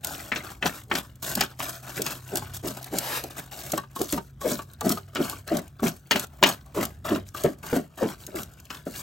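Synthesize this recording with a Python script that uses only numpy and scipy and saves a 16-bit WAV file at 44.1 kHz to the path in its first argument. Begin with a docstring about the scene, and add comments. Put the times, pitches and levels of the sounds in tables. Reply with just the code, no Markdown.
"""A blade rasps at once over a dried fish in an enamel basin, in a yard with a low rumble underneath.
The phone stands close: each stroke is fine cracks over a duller rub, and scales snap loose in bursts.
Blows on the basin ring briefly; the fish judders against it with groans that fall in pitch.
The knife clacks as it lands or slips off; one even scrape and one soft bump come later.
Hands, basin sides and nearby walls throw the sound back; an engine and a drone hum far off."""
import sys
import numpy as np
from scipy import signal
from scipy.fft import rfft, irfft, next_fast_len
from scipy.io import wavfile
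from scipy.ndimage import uniform_filter1d, map_coordinates

SR = 44100
rng = np.random.default_rng(int(sys.argv[2]) if len(sys.argv) > 2 else 0)


def store_pcm(level_fs):
    """Save levels as 16-bit WAV."""
    pcm = np.round(np.clip(level_fs, -1, 1) * 32767).astype(np.int16)
    wavfile.write(sys.argv[1], SR, np.atleast_2d(pcm).T)


N = 397776  # length in samples
TOP_HZ = 16000  # upper band limit of the phone

# Spectrum of the cracking scales: frequency_hz, level_db (relative)
SCALE_SPECTRUM = [(600, -33.5), (1800, -15.5), (3300, -3), (5000, -2.5), (7300, 2), (9500, -1),
                  (11800, 4.5), (13500, -0.5), (15600, -0.5), (17000, 0.5)]
# Spectrum of the rubbed skin: frequency_hz, level_db (relative)
SKIN_SPECTRUM = [(50, -31.5), (130, 9), (260, 1.5), (390, 3), (480, -5), (650, 4), (900, -4.5),
                 (1150, -1.5), (1550, -1.5), (2000, -14), (3200, -11.5), (5000, -19), (9000, -27)]


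def amp(db):
    """Decibels to gain."""
    return 10 ** (np.asarray(db) / 20)


def unit(x):
    """Scale to rms 1."""
    return x / np.sqrt(np.mean(x ** 2) + 1e-20)


def along(points, hz):
    """Read (Hz, value) points on a log frequency axis."""
    f, v = np.transpose(points)
    return np.interp(np.log(hz + 1), np.log(f + 1), v)


def wobble(rate):
    """A smooth random curve with this many knots a second."""
    knots = rng.standard_normal(int(N * rate / SR) + 4)
    return map_coordinates(knots, [np.arange(N) * rate / SR])


def filtered(x, response):
    """Multiply the spectrum of x by a response of frequency."""
    n = x.shape[-1]
    m = next_fast_len(n + 8192)
    return irfft(rfft(x, m) * response(np.fft.rfftfreq(m, 1 / SR)), m)[..., :n]


def coloured(x, spectrum, size=4096):
    """Pass x through a causal, minimum-phase filter with this spectrum."""
    gain = amp(along(spectrum, np.fft.rfftfreq(size, 1 / SR)))
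    cepstrum = irfft(np.log(gain))
    # folding the cepstrum forward in time makes the filter causal
    cepstrum[1:size // 2] *= 2
    cepstrum[size // 2 + 1:] = 0
    return signal.fftconvolve(x, irfft(np.exp(rfft(cepstrum))))[:len(x)]


def grains(n, rate, spread_db):
    """Tiny random impulses, rate a second, of uneven size and either sign; rms 1."""
    chance, size, push = rng.random(n), rng.standard_normal(n), rng.choice([-1, 1], n)
    return unit((chance < rate / SR) * push * amp(spread_db * np.clip(size, -2, 2)))


def add(track, s, sound):
    """Mix a sound into the track at time s."""
    start = max(round(s * SR), 0)
    track[start:start + len(sound)] += sound[:max(N - start, 0)]


def yard():
    """A slowly swelling low rumble of the surroundings, almost the same at both microphone ports."""
    # rumble: frequency_hz, level_db (relative)
    rumble_spectrum = [(20, -25), (35, -19), (55, 7.5), (90, 7), (135, 1), (175, -3.5), (250, -7.5),
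                       (500, -24), (1400, -38), (2500, -41), (8000, -58), (16000, -58.5)]
    shared = unit(coloured(rng.standard_normal(N), rumble_spectrum))
    apart = np.array([unit(coloured(rng.standard_normal(N), rumble_spectrum)) for port in range(2)])
    return amp(-51.0 + 2.0 * wobble(3.89)) * (shared + 0.14 * apart)


def far_hum():
    """A distant engine, slowly rising in pitch, and a drone that comes and goes: plain, slightly wavering tones."""
    # engine: time_s, pitch_hz, level_db (rms)
    engine_points = [(0, 123.2, -58.5), (2.4, 127.9, -45.5), (3.6, 133.1, -51), (6.4, 139.1, -56.5),
                     (9, 143.6, -59)]
    # drone: peak_s, half_length_s (to 1/e of the peak), level_db (rms at the peak)
    drone_swells = [(2.478, 0.22, -46), (5.155, 0.44, -49.5), (7.201, 0.23, -46)]
    t = np.arange(N) / SR

    def tone(pitch):
        """A sine of rms 1 whose pitch wanders a little."""
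        cycles = np.cumsum(pitch + 0.69 * wobble(3.6)) / SR
        return np.sqrt(2) * np.sin(2 * np.pi * cycles)

    s, hz, db = np.transpose(engine_points)
    engine = amp(np.interp(t, s, db)) * tone(np.interp(t, s, hz))
    swell = sum(amp(level) * np.exp(-((t - peak) / half) ** 2) for peak, half, level in drone_swells)
    return engine + swell * tone(96.5)  # drone pitch, Hz


def pressure():
    """Crackle and rub gains: each stroke grazes, lands and bites, swells into the scales, eases and lifts."""
    # passes of the blade: landing_s, rise_s, ease_s, swell_db over the rise,
    # crackle_db of the scales and rub_db of the skin (relative, before the bite)
    stroke_table = [(0.029, 0.14, .19, 3, -38.5, -39), (0.311, 0.041, 0.16, 17, -41.5, -34),
                    (.43, 0.09, 0.061, 3.5, -44, -42), (0.61, 0.062, 0.085, 26.5, -31, -28),
                    (0.725, 0.094, 0.012, 6.5, -46, -50), (.892, 0.079, 0.052, 27, -29, -27),
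                    (1.219, 0.12, 0.097, 2, -32, -36.5), (1.349, 0.08, 0.049, 18, -30.5, -26),
                    (1.586, 0.12, 0.098, -2, -36, -38.5), (1.818, 0.26, 0.15, 15, -33.5, -34.5),
                    (2.222, 0.16, 0.07, 27.5, -32, -35.5), (2.418, 0.057, 0.14, 7, -49, -45.5),
                    (2.53, 0.042, 0.0081, 15, -34.5, -47), (2.621, 0.056, 0.075, 23, -31.5, -35.5),
                    (2.76, 0.14, .08, -5.5, -53, -49.5), (2.902, 0.065, 0.064, 22.5, -32.5, -32.5),
                    (3.294, 0.022, 0.2, 1, -49, -47), (3.362, 0.027, 0.062, 18, -35.5, -35.5),
                    (3.508, 0.26, 0.082, 0, -42.5, -45), (3.951, 0.089, 0.21, 3, -40, -48),
                    (4.082, 0.1, 0.014, 0, -37.5, -51), (4.402, 0.11, 0.095, 18, -28.5, -35),
                    (4.797, 0.1, 0.094, 31.5, -29.5, -35.5), (5.141, 0.097, 0.16, 21, -33.5, -33),
                    (5.464, 0.13, 0.012, 13, -36.5, -32), (5.782, .02, 0.073, 15, -56, -47),
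                    (5.821, 0.061, 0.027, 11.5, -26.5, -29), (6.106, 0.14, 0.013, -11, -44, -43),
                    (6.418, 0.081, 0.059, 8.5, -33.5, -30), (6.74, 0.092, 0.053, 8.5, -35.5, -33),
                    (7.04, 0.12, 0.049, 0, -42, -35), (7.246, 0.044, 0.0088, 21.5, -43, -53.5),
                    (7.337, 0.11, 0.097, -0.5, -41.5, -40.5), (7.624, 0.13, 0.075, 9, -37.5, -37),
                    (7.969, 0.15, 0.035, 9, -39.5, -37), (8.182, 0.075, 0.12, 5, -49, -51.5),
                    (8.348, 0.066, 0.031, 4.5, -36.5, -39), (8.481, 0.2, 0.12, 16, -57.5, -59),
                    (8.694, 0.065, 0.08, -3.5, -47.5, -43.5), (8.85, 0.13, 0.17, 24, -36, -42)]
    graze_s, graze_db = 0.022, -23.5  # the edge brushes the scale tips just before it lands
    land_s = 0.011  # the edge settles on the fish
    bite_db, bite_s = 17, 0.0088  # it digs in for a moment as it lands
    rub_share = 0.81  # the rub follows only this share of bite and swell
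    ease_db = 18.5  # the hand eases off by this much after the peak
    lift_db_per_s = 211  # then the scrape dies as the blade lifts
    t = np.arange(SR * 3 // 4) / SR
    # the held fish rustles between strokes as the grip keeps shifting
    handling = amp(3.5 * wobble(14))
    crackle_power = (amp(-69) * handling) ** 2
    rub_power = (amp(-62) * handling) ** 2
    graze = amp(graze_db) * np.sqrt(t / graze_s) * (t < graze_s + land_s)
    for s, rise, ease, swell_db, crackle_db, rub_db in stroke_table:
        dig_db = bite_db * np.exp(-t / bite_s) - swell_db * np.maximum(1 - t / rise, 0)
        fade_db = ease_db * np.clip((t - rise) / ease, 0, 1)
        fade_db += lift_db_per_s * np.maximum(t - rise - ease, 0)
        contact = np.minimum(t / land_s, 1) ** 2 * amp(-fade_db)
        add(crackle_power, s - graze_s, (graze * amp(crackle_db - swell_db)) ** 2)
        add(crackle_power, s, (contact * amp(crackle_db + dig_db)) ** 2)
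        add(rub_power, s, (contact * amp(rub_db + rub_share * dig_db)) ** 2)
    # the pressure wavers over the ridges of the fish
    return np.sqrt([crackle_power, rub_power]) * amp(1.5 * wobble(45))


def scale_ticks(rate, centre_hz, octaves, t60):
    """Scales flick off under the edge at random, each with a short click of its own pitch; rms 1."""
    out, t = np.zeros(N), np.arange(SR // 50) / SR
    draws = rng.standard_normal((2500, 5))
    times = np.cumsum(rng.exponential(size=len(draws))) / rate
    for s, (size, pitch, *partials) in zip(times[times < N / SR], draws):
        hz = np.minimum(centre_hz * 2 ** (octaves * pitch + 0.298 * np.array(partials)), TOP_HZ)
        click = np.sin(2 * np.pi * hz[:, None] * t).sum(axis=0)
        add(out, s, amp(6.2 * min(size, 1.5) - 60 * t / t60) * click)
    return unit(out)


def basin_ring():
    """The basin's modes, damped by the fish, after one push, at new strengths each time; rms 1."""
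    # modes: frequency_hz, level_db (relative, before the random strength), t60_s
    basin_modes = [(213, 4.5, .18), (268, 6, .14), (396, 8, .08), (600, 0, .08), (660, 0, .08),
                   (780, 0, .06), (889, 0, .09), (957, -2, .08), (1188, 1, .08), (1467, 2, .06),
                   (1725, 0, .08), (1900, -3, .08), (2445, -5, .09), (2645, 1, .11), (2868, 0, .11),
                   (3093, 0, .09), (3412, 1, .06), (4130, -7, .09)]
    t = np.arange(SR // 4) / SR
    hz, level, t60 = np.transpose(basin_modes)[:, :, None]
    strength_db = rng.normal(0, 2.5, hz.shape)
    phase = rng.uniform(0, 2 * np.pi, hz.shape)
    modes = amp(level + strength_db - 60 * t / t60) * np.sin(2 * np.pi * hz * t + phase)
    return unit(np.sum(modes, axis=0))


def rasp():
    """The edge trips over rows of scales: clumps of fine cracks and flicks over a duller rub of the skin."""
    crackle_gain, rub_gain = pressure()
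    # each row of scales catches the edge, lets go at once and dies away in a few ms
    hits = np.abs(grains(N, rate=130, spread_db=2.5))
    catches = signal.lfilter([1], [1, -np.exp(-1 / (0.0086 * SR))], hits)
    rows = .8 + unit(catches)
    small = scale_ticks(rate=170, centre_hz=6000, octaves=.7, t60=0.0084)
    large = scale_ticks(rate=130, centre_hz=2405, octaves=0.484, t60=0.023)
    cracks = unit(coloured(grains(N, rate=9000, spread_db=6.0) * rows, SCALE_SPECTRUM))
    crackle = (cracks + amp(-9.5) * small) * crackle_gain
    rubbing = unit(coloured(grains(N, rate=5000, spread_db=2.0) * rows, SKIN_SPECTRUM))
    rub = (rubbing + amp(-8.5) * large) * rub_gain
    # a little of the scrape passes through the fish and rings the basin
    ringing = signal.fftconvolve(crackle + 0.73 * rub, basin_ring())[:N] / np.sqrt(SR // 4)
    return amp(0.25) * crackle + amp(-1.5) * rub + amp(-23.0) * ringing


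def flakes():
    """Loose scales patter into the basin as faint single ticks, each a tiny fluttering burst."""
    ticks = grains(N, rate=50, spread_db=10)
    t = np.arange(SR // 50) / SR
    flutter = rng.standard_normal(len(t)) * amp(-60 * t / 0.022)
    patter = signal.fftconvolve(ticks, flutter)[:N]
    return amp(-64) * unit(coloured(patter, SCALE_SPECTRUM))


def near_echoes(x, size=8192):
    """Hands and basin sides throw the sound back within a few ms; their colour shifts as they move."""
    t = np.arange(SR // 25) / SR
    out, padded = np.zeros((2, N + 3 * size)), np.pad(x, size)
    fade = signal.get_window("hann", size)
    # overlapping blocks, each with fresh random paths, partly shared by the two ports
    for start in range(0, N + size, size // 2):
        shared, left, right = rng.standard_normal((3, len(t))) * amp(-60 * t / 0.017) * (t > .0004)
        paths = 0.44 * shared + np.array([left, right])
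        paths = paths / np.linalg.norm(paths[0])
        block = padded[start:start + size] * fade
        echo = signal.fftconvolve(block[None], paths, axes=1)
        out[:, start:start + echo.shape[1]] += echo
    colour = [(250, -34.5), (600, -3.0), (1100, -0.5), (3000, -5.5), (7000, -6), (12000, -30.0)]
    return filtered(out[:, size:size + N], lambda hz: amp(along(colour, hz)))


def walls(x):
    """A short diffuse answer from nearby walls, 5 ms late and different at each port."""
    # decay: frequency_hz, t60_s
    wall_decay = [(150, 0.24), (1500, 0.12), (6000, 0.17), (15000, 0.069)]
    hz, t, z = signal.stft(rng.standard_normal((2, SR // 2)), SR, nperseg=256)
    decay = amp(-60 * t / along(wall_decay, hz)[:, None])
    tail = signal.istft(z * decay, SR, nperseg=256)[1]
    tail = tail / np.linalg.norm(tail[0])
    late = np.pad(x, (SR // 200, 0))
    wet = signal.fftconvolve(late[None], tail, axes=1)[:, :N]
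    colour = [(100, -30.5), (350, -16.5), (1200, -11.0), (4000, -12.5), (12000, -30)]
    return filtered(wet, lambda f: amp(along(colour, f)))


def snaps():
    """A scale tears loose in a burst of bright cracks that dies within some 20 ms."""
    # scales that snap off, from loud bursts to faint ticks: start_s, level_db (relative)
    snap_table = [(0.046, -10.5), (0.07, -16.5), (0.954, -17), (1.3524, -8), (1.408, -6), (2.0185, -8.5),
                  (2.0633, -14.5), (2.356, -10), (2.371, -10.5), (2.828, -23.5), (2.843, -22),
                  (2.9852, -6.5), (3.238, -19.5), (3.7192, -11), (3.777, -14), (4.016, -12), (4.125, -9.5),
                  (4.734, -32), (4.8088, -16), (4.893, -7), (4.9206, -10), (5.15, -19.5), (5.297, -14),
                  (5.477, -24), (5.569, -14), (6.1958, -10.5), (6.435, -5), (6.4893, -9.5), (6.83, -19.5),
                  (6.8524, -13.5), (7.4364, -15), (8.102, -34), (8.2658, -21), (8.432, -21), (8.536, -39.5),
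                  (8.6, -32.5), (8.653, -34), (8.91, -32), (8.96, -26)]
    out, t = np.zeros(N), np.arange(SR // 20) / SR
    for s, db in snap_table:
        cracks = grains(len(t), rate=14000, spread_db=3)
        envelope = amp(-60 * t / 0.022) * (1 - np.exp(-t / 0.0003))
        burst = coloured(cracks * envelope, SCALE_SPECTRUM)
        # levelled on its first 4 ms
        add(out, s, amp(db - 11.0) * burst / np.sqrt(np.mean(burst[:SR // 250] ** 2)))
    return out


def knocks():
    """The contact chatters; each blow brings out its own band of the basin's modes, some narrow, some wide."""
    # blade or fish strikes the basin: start_s, level_db (relative), centre_hz, spread_octaves
    knock_table = [(.318, -20.5, 1770, 0.54), (.359, -26, 2180, 1.7), (.625, -21.5, 1810, 0.58),
                   (0.658, -21.5, 2200, 1.4), (0.913, -19.5, 1530, 0.6), (0.952, -22.5, 1930, 1.6),
                   (1.408, -18, 2000, 2), (1.602, -29, 1570, 1.2), (2.065, -28, 2160, 1.8),
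                   (4.127, -31, 2600, 1.7), (5.156, -26, 1470, 1.26), (5.167, -30, 1700, 1.3),
                   (6.11, -15.5, 1960, 1.44), (6.118, -20, 2300, 0.87), (6.158, -20.5, 1820, 1.34),
                   (6.427, -12.5, 1900, 1.34), (6.437, -10, 2300, 0.93), (6.461, -21, 2410, 1.4),
                   (8.703, -32.5, 1350, 1.7)]
    chatter_spectrum = [(100, 2), (400, 10.5), (3500, 5), (7000, 4.5), (16000, -44.0)]
    out, t = np.zeros(N), np.arange(SR // 4) / SR
    grid = np.geomspace(60, 17000, 100)  # Hz
    for s, db, centre_hz, spread in knock_table:
        chatter = coloured(grains(len(t), rate=4600, spread_db=4.5), chatter_spectrum)
        chatter = chatter * amp(-60 * t / 0.067)
        blow = (basin_ring() + 1.3 * unit(chatter)) * (1 - np.exp(-t / 0.0002))
        focus_db = -11 * np.log10(1 + (np.log2(grid / centre_hz) / spread) ** 4)
        # the push itself always reaches the low modes
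        floor_db = np.where(grid < centre_hz, 5 * spread - 15, -40)
        blow = coloured(blow, np.c_[grid, np.maximum(focus_db, floor_db)])
        # levelled on its first 10 ms
        add(out, s, amp(db - 2.0) * blow / np.sqrt(np.mean(blow[:SR // 100] ** 2)))
    return out


def resonance(x, hz, t60):
    """Pass x through a resonance whose pitch changes from sample to sample; rms 1."""
    turn = np.exp(2j * np.pi * np.cumsum(hz) / SR)
    # shift the pitch down to zero, let it ring there, shift it back
    ring = signal.lfilter([1], [1, -np.exp(-np.log(1000) / (t60 * SR))], x / turn)
    return unit(np.real(turn * ring))


def groans():
    """The fish sticks and slips; slips drive its body resonance, which sinks as the blade moves along."""
    # judders on the basin: peak_s, rise_s, hold_s (sagging after the peak), level_db (relative),
    # pitch_hz (passed 12 ms after the peak)
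    drag_table = [(0.66, 0.044, 0.0028, -25.5, 293), (0.944, 0.072, 0.016, -32.5, 300),
                  (1.377, 0.025, 0.013, -27, 220), (1.999, 0.05, 0.037, -31, 420),
                  (2.336, 0.037, 0.054, -31, 402), (2.642, 0.019, 0.085, -33, 380),
                  (2.936, 0.03, 0.046, -30, 422), (3.244, 0.015, 0.0077, -33, 416),
                  (3.738, 0.012, 0.0085, -21.5, 323), (4.016, 0.039, 0.0098, -24, 386),
                  (4.131, 0.011, 0.049, -26.5, 298), (4.456, 0.03, 0.046, -25, 473),
                  (4.514, 0.034, 0.047, -28, 288), (4.871, 0.061, 0.017, -20.5, 323),
                  (4.905, .012, 0.039, -24.5, 268), (5.21, 0.06, 0.017, -21, 293),
                  (5.52, 0.021, 0.065, -23.5, 306), (5.831, 0.014, 0.045, -19, 239),
                  (6.165, 0.047, 0.0052, -25.5, 300), (6.432, 0.021, 0.051, -23.5, 331),
                  (6.776, 0.035, 0.062, -25, 350), (7.121, 0.043, 0.049, -21.5, 323),
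                  (7.447, 0.011, 0.033, -18, 406), (7.73, 0.006, 0.016, -17.5, 446),
                  (7.765, .02, 0.026, -20.5, 286), (8.028, 0.034, 0.029, -21, 480),
                  (8.054, .02, .03, -26.5, 270), (8.282, 0.011, 0.016, -38.5, 374),
                  (8.351, 0.045, 0.073, -35, 350), (8.871, 0.0096, 0.0051, -25.5, 308)]
    # dull grit of the belly: frequency_hz, level_db (relative)
    belly_spectrum = [(60, -15.5), (130, -5), (210, 6), (320, 1), (400, 3.5), (480, -10.5), (590, 3.5),
                      (700, -2.5), (800, -15), (1300, -14), (2000, -22.5), (5000, -37)]
    judder_spectrum = [(60, -31.5), (170, 8.5), (700, -7.5), (1500, -21.5), (4000, -15)]
    sink_octaves_per_s, body_t60_s = 11.26, 0.052
    out, t = np.zeros(N), np.arange(SR // 3) / SR
    for s, rise, hold, db, hz in drag_table:
        corners_s = np.cumsum([0, rise, hold, .06, .1])
        force = amp(np.interp(t, corners_s, [-29.5, 3.0, -8.0, -28.5, -54.0]))
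        pitch = hz * 2 ** np.clip(-sink_octaves_per_s * (t - rise - .012), -.8, .6)
        slips = grains(len(t), rate=900, spread_db=3)
        judder = resonance(slips, pitch, body_t60_s)
        judder = judder + amp(-9) * resonance(slips, 1.7 * pitch, body_t60_s)
        grit = coloured(grains(len(t), rate=1500, spread_db=4), belly_spectrum)
        body = unit(coloured(judder, judder_spectrum)) + amp(-7) * unit(grit)
        # the hand's force, not the single slip, sets the loudness
        local_power = np.abs(uniform_filter1d(body ** 2, size=700))
        steady = body / np.sqrt(local_power + 1e-3 * np.mean(body ** 2))
        add(out, s - rise, amp(db + 0.47) * force * steady)
    return out


def clacks():
    """A brief, damped woody knock with a dry scuff at the contact; the grip changes its ring each time."""
    # the knife lands on the fish or slips off it: start_s, level_db (relative)
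    clack_table = [(2.42, -38.5), (3.777, -28), (3.835, -45.5), (3.962, -36), (4.177, -29.5),
                   (4.414, -36.5), (4.591, -33.5), (4.81, -31.5), (4.972, -35), (5.326, -39), (5.478, -40),
                   (5.794, -41), (7.05, -36), (7.347, -37), (7.637, -43.5), (7.985, -43)]
    # knife in its wooden handle: frequency_hz (before the grip shifts it), level_db (relative), t60_s
    knife_modes = [(399, -9.5, 0.19), (668, -11.5, 0.047), (890, -5, 0.086), (1148, 1.5, 0.076),
                   (1270, -1, .03), (1537, -6.5, .03)]
    out, t = np.zeros(N), np.arange(SR // 8) / SR
    hz, level, t60 = np.transpose(knife_modes)[:, :, None]
    for s, db in clack_table:
        strength, grip, phase = rng.standard_normal((3, *hz.shape))
        cycles = hz * (1 + .035 * grip) * t + phase
        modes = amp(level + 3 * strength - 60 * t / t60) * np.sin(2 * np.pi * cycles)
        ring = np.sum(modes, axis=0)
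        scuff = coloured(rng.standard_normal(len(t)), SKIN_SPECTRUM) * amp(-60 * t / 0.072)
        clack = (unit(ring) + .8 * unit(scuff)) * (1 - np.exp(-t / .001))
        # levelled on its first 10 ms
        add(out, s, amp(db + 0.5) * clack / np.sqrt(np.mean(clack[:SR // 100] ** 2)))
    return out


def slide():
    """The fish is pulled across the basin: countless fine contacts blur into a dense, even rasp."""
    # the pull: time_s, level_db (relative)
    slide_points = [(2.96, -70), (2.99, -42), (3.04, -34.5), (3.11, -32.5), (3.175, -29.5), (3.225, -45.5),
                    (3.29, -49.5)]
    # its colour: frequency_hz, level_db (relative)
    slide_spectrum = [(88, -49), (150, -11), (172, -11), (601, -1.5), (8400, -13), (10000, -10),
                      (11900, -5.5), (13700, -11), (16000, -13.5)]
    t = np.arange(N) / SR
    level_db = np.interp(t, *np.transpose(slide_points), left=-np.inf, right=-np.inf)
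    return amp(level_db + 1.5) * unit(coloured(rng.standard_normal(N), slide_spectrum))


def bump():
    """A soft, deep thud: a decaying low sine of a few cycles."""
    # the thud: start_s, level_db (relative), pitch_hz
    thud = (4.135, -31, 66)
    s, db, hz = thud
    t = np.maximum(np.arange(N) / SR - s, 0)
    return amp(db - 60 * t / 0.19) * np.sin(2 * np.pi * hz * t)


def scene():
    """The basin reaches the two ports at slightly different level and delay, amid walls, yard and far hum."""
    # level between the ports: frequency_hz, left_minus_right_db
    port_balance = [(200, 2), (380, -2), (700, 5.5), (1290, 2), (4400, 5), (8500, 1), (15000, -1)]
    # phase between the ports: frequency_hz, left_lead_radians
    port_lead = [(100, 0), (1200, .5), (3400, .7), (6400, .1), (8600, 0), (15700, -12.57)]
    basin = rasp() + flakes() + snaps() + knocks() + groans() + clacks() + slide() + bump()
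    side = np.array([[.5], [-.5]])  # left, right

    def ports(hz):
        """Level and phase of each port."""
        lead = np.interp(hz, *np.transpose(port_lead))
        return amp(side * along(port_balance, hz)) * np.exp(1j * side * lead)

    close = filtered(amp(-0.5) * basin + near_echoes(basin), ports)
    return close + walls(basin) + yard() + far_hum()


def record(dry):
    """The phone clips at full scale and keeps nothing above its band limit."""
    return filtered(np.clip(dry, -1, 1), lambda hz: hz < TOP_HZ)


dry = scene()
out = record(dry)
store_pcm(out)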